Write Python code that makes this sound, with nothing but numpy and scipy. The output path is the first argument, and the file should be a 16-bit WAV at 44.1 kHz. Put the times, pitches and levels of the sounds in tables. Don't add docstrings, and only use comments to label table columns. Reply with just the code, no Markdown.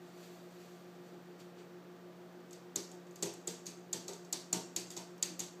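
import sys
import numpy as np
from scipy import signal
from scipy.fft import rfft, irfft, next_fast_len
from scipy.io import wavfile
from scipy.ndimage import uniform_filter1d

SR = 44100
rng = np.random.default_rng(int(sys.argv[2]) if len(sys.argv) > 2 else 0)


def gain_from_decibels(decibels):
    exponent = np.asarray(decibels, float) / 20
    return 10 ** exponent


def inscribe(sig):
    pcm = np.round(np.clip(np.atleast_2d(sig).T, -1, 1) * 32767)
    wavfile.write(sys.argv[1], SR, pcm.astype(np.int16))


N = 246959
TIME = np.arange(N) / SR

# start in seconds, force in dB, edge burst in Hz,
# flatness in dB (a flat claw rings the pane more, ticks less), room share in dB.
CLAW_STRIKES = [(2.7585, -17, 6840, -1.5, 1), (3.2245, -23, 6700, -0.5, 7), (3.2292, -22.5, 7650, 0.5, 2.5),
                (3.473, -24.5, 7430, -10, 4.5), (3.4759, -26.5, 6850, 0, 6.5), (3.6653, -30, 6500, -1, 8),
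                (3.929, -20, 6940, -0.5, 2.3), (3.9322, -27.5, 6950, 5, 5.5), (4.0799, -31, 6700, 4.5, 7.5),
                (4.3266, -20, 7300, 2, 4.5), (4.331, -26, 6400, 7, -10), (4.5275, -18.5, 7400, 0, 0.5),
                (4.5282, -17.5, 7150, -6.5, 5), (4.5336, -27.5, 6750, 0, 3.5),
                (4.7623, -19, 6760, 1.5, 4.5), (4.77, -35, 6200, -2, -11), (4.9033, -34, 7030, 2, 7),
                (4.9649, -34.5, 6720, 7, 8), (4.9738, -31, 6660, 5, 5), (5.2258, -14.5, 7030, 1, -0.5),
                (5.2307, -29.5, 6900, 10, 7), (5.393, -25, 6850, -3, 8), (5.402, -23, 6700, -3, -5)]
# start in seconds, force in dB, tick sharpness in dB, edge burst in Hz.
CLAW_GRAZES = [(2.4035, -68, 3, 6130), (2.508, -46, -13, 7010), (2.5296, -41.5, -8, 6750),
               (2.753, -57, -13, 7100), (2.8205, -45, -7, 6630), (2.9145, -43, -11, 7170),
               (3.068, -57, -12, 6840), (3.109, -52, -12, 6700), (3.1582, -41, -5, 6700),
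               (3.257, -44, 1, 6220), (3.3382, -43.5, -3, 7640), (3.6567, -39.5, -16, 6690),
               (4.083, -44, -9, 6900), (4.0906, -40, -15, 6750), (4.1323, -37, -16, 6800),
               (4.2473, -48.5, -13, 6670), (4.915, -44, -4, 7400), (4.9225, -44, -6, 7190),
               (4.9669, -35, -20, 7250), (4.9944, -56, -21, 7090), (5.009, -46, -20, 6660),
               (5.1795, -54, -3, 6100), (5.3958, -41, -17, 6700), (5.417, -38, -9, 6690)]
# delay after it in seconds, level in dB.
EDGE_ECHOES = [(.0017, -13), (.0033, -11), (.0050, -15), (.0062, -16)]
# frequency in Hz, level in dB.
SCATTER_BODY = [(700, -22), (1500, -24), (2100, -15), (2600, -7.5), (3100, -6.5), (3800, -0.5),
                (4200, -0.5), (4700, 1.5), (5150, -10), (6000, -38)]
SCATTER_LOW_EDGE = [(4800, -22), (5400, -4.5), (6000, -4.5), (6500, 0.5), (7200, -22.5)]
SCATTER_EDGE = [(6000, -15.5), (6800, -3), (7600, 2), (8400, -8.5), (9500, -18), (11500, -10),
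                (13500, -12.5), (15500, -39)]
# start in seconds, knock in dB, boom in dB, rap in dB.
PAD_THUMPS = [(1.119, -51, -59, -74), (1.589, -52, -72, -71), (2.756, -36.5, -44.5, -57.5),
              (2.908, -67, -58, -61), (3.224, -34.5, -42.5, -48.5), (3.259, -39, -46.5, -56),
              (3.474, -38.5, -46, -57), (3.672, -53, -52.5, -63), (3.932, -41, -45.5, -53.5),
              (3.963, -56, -49, -68), (4.087, -38, -54, -51.5), (4.325, -48, -51, -58),
              (4.527, -40.5, -41, -43.5), (4.56, -43, -43, -54), (4.761, -45.5, -47.5, -63),
              (4.966, -50, -50, -51), (5.225, -48, -53.5, -63), (5.298, -64, -50, -64),
              (5.396, -52, -49, -58)]
# frequency in Hz, level in dB, T60 in seconds.
SASH_BOOM = [(126.4, 0.5, 0.18), (179.6, 2.5, 0.2), (206, 3, 0.068), (263, -4, 0.51), (340.8, 8.5, 0.23)]
SASH_KNOCK = [(392.5, 4, 0.11), (433.5, 4, 0.072), (491.3, 4, 0.059), (540, -17, 0.06), (608, -1.5, 0.047)]
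SASH_RAP = [(643.5, 5, 0.1), (708, 2.5, 0.087), (788.6, 1, 0.094), (907, 5, 0.079), (946, -2.5, 0.14),
            (1092, 0, 0.049), (1202, -9.5, 0.064), (1372, -2.5, 0.056), (1510, 0, 0.041),
            (1830, -17, 0.038), (1995, -7, 0.09)]
# loudest moment in seconds, level in dB, swell in seconds,
# fade in seconds, brightness in dB; swell and fade span 20 dB.
FUR_SLIDES = [(.06, -73, .08, 0.12, -2), (.24, -63, 0.22, 0.42, 4), (.62, -67.5, 0.19, 0.63, 3.5),
              (1.07, -73.5, 0.061, 0.12, 2), (1.26, -79.5, 0.23, .24, -3), (1.4, -62, 0.02, 0.11, 1),
              (1.59, -65.5, 0.028, 0.11, -21), (2.22, -76, .05, .04, -2), (2.51, -76, 0.064, 0.048, -5),
              (2.532, -72, 0.012, 0.066, 4), (2.6, -76, .1, 0.12, -3)]
# frequency in Hz, level in dB.
FUR_BODY = [(2500, -12), (3400, -4), (4600, -4), (5150, -8.5), (5700, -6), (7500, -6.5), (9500, -16),
            (11000, -41)]
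FUR_SHEEN = [(8500, -36), (10500, -3), (12000, 1), (15500, -5)]
FUR_SCUFF = [(900, -32), (1600, -6), (2500, 1), (3300, -7), (4200, -43)]
# band centre in Hz, level in dB, T60 in seconds.
ROOM_BANDS = [(282, 3, 0.27), (606, 6.5, 0.38), (1240, 4, 0.46), (2280, 6.5, 0.36), (3100, 4, 0.41),
              (4360, 3, 0.39), (5600, 7.5, 0.38), (7100, 0, 0.46), (8900, 7.5, 0.33), (10800, -1.5, 0.34),
              (14000, 1, 0.27)]
# frequency in Hz, level in dB.
ROOM_BASS = [(90, -12), (170, -0.5)]
# time in seconds, blade tone in Hz.
FAN_DRIFT = [(0.0, 176.38), (0.47, 176.19), (0.93, 176.52), (1.4, 176.48), (1.87, 176.78), (2.33, 176.64),
             (2.8, 176.46), (3.27, 176.12), (3.73, 176.48), (4.2, 176.46), (4.67, 176.59), (5.13, 176.72),
             (5.6, 176.68)]
SHAFT_ORDERS = [2, 8, 9, 10, 11, 12, 13, 14, 15, 20, 27, 32, 42]
# level in dB rms, one per order.
SHAFT_LEVELS_DB = [-100, -73, -75, -92, -73.5, -72.5, -80, -79.5, -79.5, -77.5, -87, -84.5, -90]
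# frequency in Hz, level in dB.
AIR_COLOUR = [(25, -40), (60, -28), (90, -28), (120, 1.5), (200, 0.5), (400, 2), (650, -1.5), (900, -6.5),
              (1300, -7), (1700, -10), (2100, -18.5), (2800, -42)]
# frequency in Hz, width in Hz, level in dB.
AIR_PEAKS = [(135, 34, 1.5), (302, 32, 1)]
# frequency in Hz, gain in dB.
PORT_RESPONSE = [(4000, 0), (4400, 1), (4750, 3), (4950, 0), (5150, -3), (5450, 0)]
# frequency in Hz, level in dB.
HISS_COLOUR = [(1200, -22), (1900, -3), (2500, -3.5), (3000, -5), (3600, -5.5), (4100, -7.5), (4650, -6.5),
               (5100, -11), (5500, -8.5), (6000, -10), (8000, -14), (9900, -22.5), (12000, -18),
               (14500, -14.5)]

PLACES = 3


def claws():
    ring_hz, ring_s, edge_s = 4300, 0.00034, 0.00028
    ring_delay_s, edge_delay_s = 0.00121, 0.0026
    direct, feed = np.zeros(N), np.zeros((PLACES, 3, N))
    table = contacts()
    chance = rng.random((len(table), 16))
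    crackle_decay = np.exp(-TIME[:512] / 0.001)
    crackle_colour = [(1500, -3.0), (3000, 3.0), (13000, 5.5), (16000, -25.5)]
    for k, (row, c) in enumerate(zip(table, chance)):
        start_s, tick_db, ring_db, edge_db, edge_hz, wet_db = row
        add(direct, start_s, gain_from_decibels(tick_db - 3.5) * crackle_decay * coloured(crackle_colour, 512))

        tilt_db = 1.7 * (edge_hz - 6900) / 1000
        body_db = 0.5 * (ring_db + edge_db) + 3
        spot, i = feed[k % PLACES], int(start_s * SR)
        spot[:, i] = gain_from_decibels(wet_db + np.array([body_db, edge_db - tilt_db, edge_db + tilt_db]))
        bounce = i + 8 + int(24 * c[2])
        spot[:, bounce] = 0.22 * spot[:, i]

        s = start_s - 0.002
        tick = wavelet(11800, 0.00017, c[0]) + 0.84 * wavelet(7740, 0.00018, c[1])
        add(direct, s, gain_from_decibels(tick_db) * tick)
        first = wavelet(ring_hz * (0.88 + 0.29 * c[3]), ring_s, c[4])
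        second = wavelet(ring_hz * (0.85 + 0.079 * c[5]), ring_s, c[6])
        add(direct, s + ring_delay_s, gain_from_decibels(ring_db) * first)
        add(direct, s + ring_delay_s + 0.0019, gain_from_decibels(ring_db - 3.5) * second)
        add(direct, s + edge_delay_s, gain_from_decibels(edge_db) * wavelet(edge_hz, edge_s, c[7]))
        for (lag_s, db), u, v in zip(EDGE_ECHOES, c[8:12], c[12:]):
            echo = wavelet(edge_hz * (0.89 + 0.25 * u), edge_s, v)
            add(direct, s + edge_delay_s + lag_s, gain_from_decibels(edge_db + db + 1.5 * (v - 0.5)) * echo)
    colours = (SCATTER_BODY, SCATTER_LOW_EDGE, SCATTER_EDGE)
    return direct, [sum(map(tint, spot, colours)) for spot in feed]


def contacts():
    rows = []
    for s, db, hz, flat_db, wet_db in CLAW_STRIKES:
        tick_db = db - 14.5 - 0.37 * max(flat_db, 0)
        rows.append((s, tick_db, db - 14.5 + flat_db, db, hz, wet_db))
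    for s, db, sharp_db, hz in CLAW_GRAZES:
        wet_db = 7 - 0.14 * (db + 40)
        rows.append((s, db + sharp_db, db - 15, db, hz, wet_db))
    return rows


def wavelet(hz, length_s, turn):
    t = np.arange(-0.002, 0.002, 1 / SR)
    return np.exp(-0.5 * (t / length_s) ** 2) * np.cos(2 * np.pi * (hz * t + turn))


def pads():
    out = np.zeros(N)
    chance = rng.standard_normal((len(PAD_THUMPS), 21))
    for (s, knock_db, boom_db, rap_db), c in zip(PAD_THUMPS, chance):
        add(out, s, gain_from_decibels(boom_db - 5) * modes(SASH_BOOM, 0.0045, c[:5]))
        add(out, s, gain_from_decibels(knock_db - 7.0) * modes(SASH_KNOCK, 0.0054, c[5:10]))
        add(out, s, gain_from_decibels(rap_db - 6.5) * modes(SASH_RAP, 0.0016, c[10:]))
    return out


def modes(table, swell_s, chance):
    t = TIME[:SR // 2]
    ring = np.zeros(len(t))
    for (hz, db, t60_s), c in zip(table, chance):
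        tone = np.sin(2 * np.pi * (hz * (1 + 0.031 * c) * t + 10 * c))
        ring += gain_from_decibels(db) * tone * 1000 ** (-t / t60_s)
    return ring * (1 - np.exp(-(t / swell_s) ** 2))


def fur():
    body, sheen, scuff = np.zeros((3, N))
    for s, db, swell_s, fade_s, bright_db in FUR_SLIDES:
        drop = np.where(TIME < s, (s - TIME) / swell_s, (TIME - s) / fade_s)
        slide = gain_from_decibels(db - 20 * drop)
        body += slide
        sheen += slide * gain_from_decibels(-10.5 + bright_db)
        scuff += slide * gain_from_decibels(-6 - 0.24 * bright_db)
    hiss = body * coloured(FUR_BODY, N)
    hiss += sheen * coloured(FUR_SHEEN, N)
    hiss += scuff * coloured(FUR_SCUFF, N)
    return gain_from_decibels(1.0 * walk(60.5)) * hiss


def room(rise_s):
    t = TIME[:int(SR * 3 / 4)]
    spectrum = rfft(rng.standard_normal(len(t)))
    log_hz = np.log(np.fft.rfftfreq(len(t), 1 / SR) + 1)
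    centres = np.log(np.array(ROOM_BANDS)[:, 0])
    tail = np.zeros(len(t))
    for (hz, db, t60_s), one in zip(ROOM_BANDS, np.eye(len(ROOM_BANDS))):
        band = irfft(spectrum * np.interp(log_hz, centres, one), len(t))
        lumps_db = 1.8 * walk(112.0)[:len(t)]
        tail += gain_from_decibels(db + lumps_db) * band * 1000 ** (-t / t60_s)
    return tail * (1 - np.exp(-t / rise_s))


def fridge():
    shaft_hz, mains_hz, mains_lead_turns = 58.79, 359.85, 0.70
    turns = np.cumsum(np.interp(TIME, *np.transpose(FAN_DRIFT))) / SR
    fan = gain_from_decibels(-59.0 + 0.15 * walk(1.5)) * np.cos(2 * np.pi * turns)
    octave = gain_from_decibels(-60.0 + 0.43 * walk(2.4)) * np.cos(4 * np.pi * turns)
    mains = gain_from_decibels(-61.0) * np.cos(2 * np.pi * (mains_hz * TIME + mains_lead_turns))
    shaft = np.zeros(N)
    for order, db in zip(SHAFT_ORDERS, SHAFT_LEVELS_DB):
        line = np.cos(2 * np.pi * (order * shaft_hz * TIME + rng.random()))
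        shaft += gain_from_decibels(db + 1.9 * walk(3.84)) * line
    bins_hz = np.fft.rfftfreq(N, 1 / SR)
    peaks_db = sum(db * np.exp(-0.5 * ((bins_hz - hz) / width_hz) ** 2) for hz, width_hz, db in AIR_PEAKS)
    air = irfft(rfft(coloured(AIR_COLOUR, N)) * gain_from_decibels(peaks_db), N)
    return np.sqrt(2) * (fan + octave + mains + shaft) + gain_from_decibels(-59.5 + 0.22 * walk(2.15)) * air


def coloured(points, size):
    y = tint(rng.standard_normal(size), points)
    return y / np.std(y)


def tint(x, points):
    size = next_fast_len(len(x))
    hz, db = np.transpose(points)
    bins_hz = np.fft.rfftfreq(size, 1 / SR) + 1
    gain = gain_from_decibels(np.interp(np.log(bins_hz), np.log(hz), db))
    return irfft(rfft(x, size) * gain, size)[:len(x)]


def walk(rate_hz):
    k = int(SR / rate_hz)
    steps = np.repeat(rng.standard_normal(N // k + 1), k)
    return 0.91 * uniform_filter1d(uniform_filter1d(steps, k), k)[:N]


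def add(out, start_s, burst):
    i = int(start_s * SR)
    out[i:i + len(burst)] += burst[:len(out) - i]


def scene():
    direct, spots = claws()
    thumps = pads()
    thump_feed = gain_from_decibels(-37.5) * tint(thumps, ROOM_BASS)
    tail = np.zeros(N)
    for spot in spots:
        feed = gain_from_decibels(-24) * spot + thump_feed
        tail += signal.fftconvolve(feed, room(rise_s=0.00035))[:N]
    return (direct + thumps + tail + fur() + fridge())[None]


def band_limit(x):
    return signal.sosfilt(signal.butter(12, 16420, fs=SR, output="sos"), x)


def record(dry):
    low_cut_hz, top_hz = 124, 15330
    low_cut = signal.butter(4, low_cut_hz, "high", fs=SR, output="sos")
    heard = signal.sosfilt(low_cut, tint(dry[0], PORT_RESPONSE))
    hiss = gain_from_decibels(-68.5) * coloured(HISS_COLOUR, N)
    rumble = gain_from_decibels(-89.5) * coloured([(20, -7), (90, 11), (150, -28)], N)
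    heard = heard + hiss + rumble
    below = tint(heard, [(top_hz, 0), (top_hz + 100, -60)])
    attack = np.clip(uniform_filter1d(np.abs(heard), size=128) / gain_from_decibels(-36), 0, 1) ** 4
    mix = below + gain_from_decibels(-12) * attack * (heard - below)
    return band_limit(mix[None])


dry = scene()
out = record(dry)
inscribe(out)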